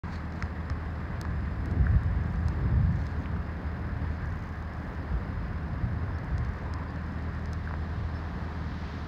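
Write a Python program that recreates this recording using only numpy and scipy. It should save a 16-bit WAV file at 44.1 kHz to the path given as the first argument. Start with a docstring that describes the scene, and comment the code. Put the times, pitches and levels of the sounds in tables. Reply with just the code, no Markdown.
"""Idling engines at a night junction

Two engines idle some way off, heard on a hand-held phone that slowly pans. Exhaust pulses drone and
injectors tick over a wash of fans and far traffic; tyre hiss grows at the end. Gusts buffet the
microphone, fingers rub, click and bump on the case, and the lens ticks as it focuses."""
import sys
import numpy as np
from scipy import signal
from scipy.fft import rfft, irfft
from scipy.io import wavfile
from scipy.ndimage import uniform_filter1d

SR = 44100
rng = np.random.default_rng(int(sys.argv[2]) if len(sys.argv) > 2 else 0)


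def log_audio(samples):
    """Write samples as a 16-bit WAV file to the path given in sys.argv[1]."""
    # one column per channel
    frames = np.atleast_2d(samples).T
    # limit to full scale, then quantise
    limited = np.clip(frames, -1, 1)
    pcm = np.round(limited * 32767).astype(np.int16)
    wavfile.write(sys.argv[1], SR, pcm)


N = 399987
T = np.arange(N) / SR
FREQ_HZ = np.maximum(np.fft.rfftfreq(N, 1 / SR), 1)


# near exhaust harmonics: firing_multiple, level_db
NEAR_EXHAUST = [(1, -48.5), (2, -38), (3, -50), (4, -47.5), (5, -50.5), (6, -58), (7, -57.5), (8, -61),
                (11, -66.5), (18, -64)]
# near exhaust as the phone turns: time_s, gain_db
PAN_GAIN = [(0, -1.5), (4.1, 1), (4.7, -2), (6.5, -0.5), (7.3, 1), (9.07, .5)]
# far exhaust harmonics: firing_multiple, level_db
FAR_HARMONICS = [(3, -50.5), (4, -52), (6, -62.5), (8, -49), (12, -62)]

def engines(near_firing_hz=39.83, far_firing_hz=22.22):
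    """Two governed idles, each hunting slightly about its speed."""
    near_cycles = np.cumsum(near_firing_hz * (1 + 0.00244 * walk(3))) / SR
    far_cycles = np.cumsum(far_firing_hz * (1 + 0.0041 * walk(2))) / SR
    drone = undb(curve(PAN_GAIN)) * exhaust(near_cycles, NEAR_EXHAUST, waver_db=1.0)
    return drone + injectors(near_cycles) + exhaust(far_cycles, FAR_HARMONICS, waver_db=2.5)


def exhaust(cycles, harmonics, waver_db):
    """Harmonics of the firing pulses; moving air makes each swell and fade."""
    drone = np.zeros(N)
    for multiple, level_db in harmonics:
        amplitude = np.sqrt(2) * undb(level_db + waver_db * walk(4))
        drone += amplitude * np.sin(2 * np.pi * (multiple * cycles + rng.random()))
    return drone


# injector rasp: freq_hz, relative_db
INJECTOR_SPECTRUM = [(1500, 16.5), (2500, 5.0), (4500, 4), (6500, -6.5), (9000, -21.5)]

def injectors(cycles, level_db=-63, decay_cycles=0.54, weak_gain=0.71):
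    """A short rasp at each firing, strong and weak in turn."""
    envelope = np.exp(-(cycles % 1) / decay_cycles) * np.where(cycles % 2 < 1, 1, weak_gain)
    return undb(level_db) * colour(envelope * noise(), INJECTOR_SPECTRUM)


# breeze between gusts: time_s, level_db
BREEZE_LEVEL = [(0, -46.5), (2.4, -29.5), (3.6, -42), (4.8, -41.5), (6, -33), (7, -42), (9.07, -44.5)]
# gusts: centre_s, half_length_s, level_db
WIND_GUSTS = [(1.393, .1, -31.5), (1.805, 0.11, -26), (1.947, 0.03, -17.5), (2.1, 0.12, -28),
              (2.71, 0.076, -20.5), (2.864, 0.14, -23.5), (3.373, 0.067, -34), (4.048, 0.3, -35),
              (5.15, .04, -27.5), (5.42, 0.1, -32), (5.857, 0.054, -28), (6.365, 0.14, -31),
              (8.018, 0.058, -31.5), (8.346, 0.02, -30)]
# buffeting: freq_hz, relative_db
BUFFET_SPECTRUM = [(20, -34.5), (30, -24.5), (40, -5), (60, 5.5), (115, 1.5), (190, -8.5), (300, -30.5),
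                   (500, -36), (1200, -62)]
# fronts of the two big gusts: centre_s, half_length_s, level_db
GUST_FRONTS = [(1.746, .09, -40.5), (2.617, 0.12, -42.5)]
# their flutter: freq_hz, relative_db
FLUTTER_SPECTRUM = [(150, 0.5), (280, -1), (430, -6), (700, -25)]

def wind(eddy_db=1.0):
    """Gusts break on the microphone port; the front of a big one brings smaller, brighter eddies."""
    power = undb(curve(BREEZE_LEVEL)) ** 2
    power += sum((undb(db) * bell(centre_s, half_s)) ** 2 for centre_s, half_s, db in WIND_GUSTS)
    eddies = noise() * undb(eddy_db * walk(30))
    buffets = colour(eddies, BUFFET_SPECTRUM) * np.sqrt(power)
    fronts = sum(undb(db) / (1 + ((T - centre_s) / half_s) ** 4) for centre_s, half_s, db in GUST_FRONTS)
    return buffets + fronts * colour(noise(), FLUTTER_SPECTRUM)


# contacts with the case: start_s, force_db, hardness_hz
CONTACTS = [(0.323, -34, 4000), (0.4247, -22.5, 4300), (0.424, -12.5, 250), (0.6999, -21.5, 3450),
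            (0.6994, -12.5, 252), (1.2136, -28.5, 14000), (1.251, -16, 1800), (1.658, -42, 15000),
            (1.7128, -44, 9000), (2.0341, -48, 15000), (2.4838, -32.5, 8000), (3.0669, -36, 6000),
            (4.736, -45, 5500), (6.1857, -40, 5500), (6.245, -50, 16000), (6.3811, -32, 5500),
            (6.4488, -40, 5800), (6.738, -29.5, 5840), (7.4576, -33, 5000), (7.5323, -32.5, 8500)]
# case modes: pitch_hz, gain_db, t60_s
CASE_MODES = [(76.4, -1.5, 0.092), (154.5, 5, 0.027), (1280, 0, 0.0085), (1710, -0.5, 0.0084),
              (4320, -9, 0.011), (4990, -3, 0.0062), (5320, 1, 0.0036), (6200, -3, 0.0064),
              (7730, -1, 0.0034), (11400, -4.5, 0.0028), (14000, -3, 0.0025)]

def clicks(detune=0.025, span_octaves=3.7, steepness=3.4):
    """Each contact rings the case: a soft one thumps the low modes, a hard one reaches the high ones."""
    sound = np.zeros(N + SR)
    t = T[:SR // 4]
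    for start_s, force_db, hardness_hz in CONTACTS + grip():
        start = int(start_s * SR)
        lowest_hz = hardness_hz / 2 ** span_octaves
        for hz, gain_db, t60_s in CASE_MODES:
            drive = undb(force_db) / (1 + (hz / hardness_hz) ** steepness)
            drive /= np.hypot(1, (lowest_hz / hz) ** 2)
            detuned_hz = hz * (1 + detune * rng.standard_normal())
            ring = np.sin(2 * np.pi * detuned_hz * t) * np.exp(-np.log(1000) * t / t60_s)
            onset = 1 - np.exp(-(hz * t) ** 2)  # builds over about a cycle
            sound[start:start + len(t)] += undb(gain_db) * drive * ring * onset
    return sound[:N]


def grip(count=12, start_s=6.9, end_s=7.9, force_db=-48, scatter_db=3, hardness_hz=6500):
    """Rows of faint contacts at random moments as the fingers shift."""
    return [(rng.uniform(start_s, end_s), force_db + rng.uniform(-scatter_db, scatter_db), hardness_hz)
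            for _ in range(count)]


# taps on the phone: centre_s, pitch_hz, half_length_s, peak_db
SOFT_TAPS = [(.425, 1660, 0.00051, -20.5), (1.869, 1570, 0.0011, -23.5), (3.259, 2110, 0.00031, -29.5),
             (3.365, 1250, .001, -32), (7.676, 1550, 0.0016, -29), (7.711, 1150, 0.00043, -24),
             (7.74, 1200, 0.00042, -21)]

def taps():
    """A soft contact leaves a rounded packet of a few cycles."""
    return sum(undb(db) * bell(centre_s, half_s) * np.cos(2 * np.pi * hz * (T - centre_s))
               for centre_s, hz, half_s, db in SOFT_TAPS)


# finger strokes: start_s, length_s, level_db
RUB_STROKES = [(0.024, 0.19, -57.5), (0.112, 0.058, -51.5), (0.318, 0.19, -60), (2.9, 0.29, -61),
               (4.1, 0.078, -59.5), (6.3, 0.38, -68)]
# skin friction: freq_hz, relative_db
RUB_SPECTRUM = [(1000, -1.5), (2200, 12), (3000, -11), (4000, 1.5), (4450, 3), (5000, -8), (6500, -8.5),
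                (8500, -22), (12000, -35), (15000, -26)]

def rubs(catch_db=2.5):
    """Skin catches and slips on the case in short strokes."""
    envelope = np.zeros(N)
    for start_s, length_s, level_db in RUB_STROKES:
        progress = np.clip((T - start_s) / length_s, 0, 1)
        envelope += undb(level_db) * np.sqrt(np.sin(np.pi * progress))
    friction = noise() * undb(catch_db * walk(180))
    return envelope * colour(friction, RUB_SPECTRUM)


# fans and far traffic: freq_hz, relative_db
WASH_SPECTRUM = [(25, -22), (45, 1.5), (80, 8), (160, 2), (260, 1), (380, -6), (850, -7.5), (1200, -7),
                 (1400, -11.5), (1830, -9.5), (2300, -20), (3100, -29), (4900, -33), (5700, -43),
                 (7000, -46), (9000, -51.5), (15500, -52.5)]

def wash(level_db=-40.5, drift_db=0.5, flicker_db=0.5, swell_db=0.07, flutter_db=0.47):
    """Fans and far traffic; each octave drifts and flickers, and the whole swells and flutters a little."""
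    spectrum = rfft(colour(noise(), WASH_SPECTRUM))
    air = np.zeros(N)
    for octave in range(4, 15):
        weight = np.maximum(1 - abs(np.log2(FREQ_HZ) - octave), 0)
        air += irfft(spectrum * weight, N) * undb(drift_db * walk(2.34) + flicker_db * walk(16))
    return air * undb(level_db + swell_db * walk(2.6) + flutter_db * walk(25))


# fan and belt tones: pitch_hz, width_hz, level_db
WHINE_BANDS = [(411.6, 5.4, -61), (710, 51, -65), (1020, 170, -59.5), (1600, 410, -55), (5030, 140, -76.5),
               (10040, 120, -95)]

def whines():
    """Narrow unsteady tones of fans and belts."""
    return sum(undb(db) * band(hz, width_hz) for hz, width_hz, db in WHINE_BANDS)


# tyre hiss: freq_hz, relative_db
TYRE_SPECTRUM = [(1200, -4), (2300, 6.5), (3900, 8.5), (5000, 4.5), (6500, -6), (8000, -24), (10000, -44)]
# car's approach: time_s, level_db
APPROACH_LEVEL = [(0, -86), (6.5, -73.5), (7.9, -63.5), (8.55, -62), (8.9, -56), (9.07, -59)]

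def tyres():
    """Smooth hiss of a car coming nearer."""
    return colour(noise(), TYRE_SPECTRUM) * undb(curve(APPROACH_LEVEL))


# squeaks: centre_s, pitch_hz, width_hz, half_length_s, level_db
FAR_SQUEAKS = [(4.242, 1640, 110, .06, -50), (4.53, 1650, 80, .03, -52), (6.156, 5250, 200, 0.022, -68),
               (6.766, 1000, 260, 0.12, -47), (6.894, 4730, 150, 0.017, -62),
               (8.166, 5260, 200, 0.017, -60)]

def squeaks():
    """Short rough tones from across the road."""
    return sum(undb(db) * bell(centre_s, half_s) * band(hz, width_hz)
               for centre_s, hz, width_hz, half_s, db in FAR_SQUEAKS)


# focus hunts: start_s, length_s, level_db
FOCUS_HUNTS = [(.325, .14, -75), (2.225, .32, -76), (2.925, .16, -74), (3.19, .08, -74), (4.258, .37, -73),
               (4.735, .23, -76.5), (6.49, .17, -76)]
# ring of the motor steps: freq_hz, relative_db
LENS_SPECTRUM = [(3000, -18), (4500, -5), (6400, 0), (7500, -16), (12000, -26), (14500, -13), (15800, -15)]

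def lens(frame_hz=30, lag_frames=0.4, decay_s=0.0008, second_step_db=-1.5):
    """The focus motor steps twice a frame, a tiny dry tick each time."""
    envelope = np.zeros(N)
    for start_s, length_s, level_db in FOCUS_HUNTS:
        frames = (T - start_s) * frame_hz
        first, second = (np.exp(-((frames - lag) % 1) / frame_hz / decay_s) for lag in (0, lag_frames))
        steps = unit(first + undb(second_step_db) * second)
        envelope += undb(level_db) * steps * gate(start_s, start_s + length_s)
    return envelope * colour(noise(), LENS_SPECTRUM)


# circuit whistles: start_s, end_s, pitch_hz, level_db
CIRCUIT_TONES = [(0, 3.1, 7500, -88), (6.25, 9.1, 7500, -91), (2.55, 6.25, 13500, -95),
                 (2.55, 9.1, 15000, -98)]

def circuits():
    """Faint pure tones switch on and off inside the phone."""
    return sum(np.sqrt(2) * undb(db) * np.sin(2 * np.pi * hz * T) * gate(start_s, end_s)
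               for start_s, end_s, hz, db in CIRCUIT_TONES)


def undb(db):
    """Decibels to gain."""
    return 10 ** (np.asarray(db) / 20)


def unit(x):
    """Scale to standard deviation 1."""
    return x / np.std(x)


def curve(rows):
    """Straight lines through (time_s, value) rows."""
    return np.interp(T, *np.transpose(rows))


def bell(centre_s, half_s):
    """Gaussian swell, peak 1."""
    return np.exp(-np.minimum(((T - centre_s) / half_s) ** 2, 20))


def gate(start_s, end_s):
    """On between two times."""
    return (T > start_s) & (T < end_s)


def noise():
    """White noise."""
    return rng.standard_normal(N)


def walk(rate_hz):
    """Random levels at rate_hz, smoothed twice; spread 1."""
    hold = int(SR / rate_hz)
    levels = np.repeat(rng.standard_normal(N // hold + 2), hold)
    return unit(uniform_filter1d(uniform_filter1d(levels, hold), hold)[:N])


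def band(hz, width_hz):
    """Noise in one resonance; rms 1."""
    return unit(irfft(rfft(noise()) / (1 + (2 * (FREQ_HZ - hz) / width_hz) ** 2), N))


def colour(x, points):
    """Filter by (freq_hz, relative_db) points, rolling off an octave past each end; rms 1."""
    hz, db = np.transpose(points)
    gain = undb(np.interp(np.log(FREQ_HZ), np.log(hz), db))
    rolloff = 1 / (1 + (hz[0] / FREQ_HZ / 2) ** 4) / (1 + (FREQ_HZ / hz[-1] / 2) ** 4)
    return unit(irfft(rfft(x) * gain * rolloff, N))


def scene():
    """Street, wind and handling on one microphone."""
    street = engines() + whines() + wash() + tyres() + squeaks()
    phone = wind() + rubs() + lens() + clicks() + taps() + circuits()
    return (street + phone)[None]


def record(dry):
    """The phone opens its microphone after a moment and cuts the top."""
    open_s, cutoff_hz = 0.035, 15900
    lowpass = signal.ellip(8, 0.2, 70, cutoff_hz, fs=SR, output="sos")
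    return signal.sosfilt(lowpass, dry * (T > open_s))


dry = scene()
out = record(dry)
log_audio(out)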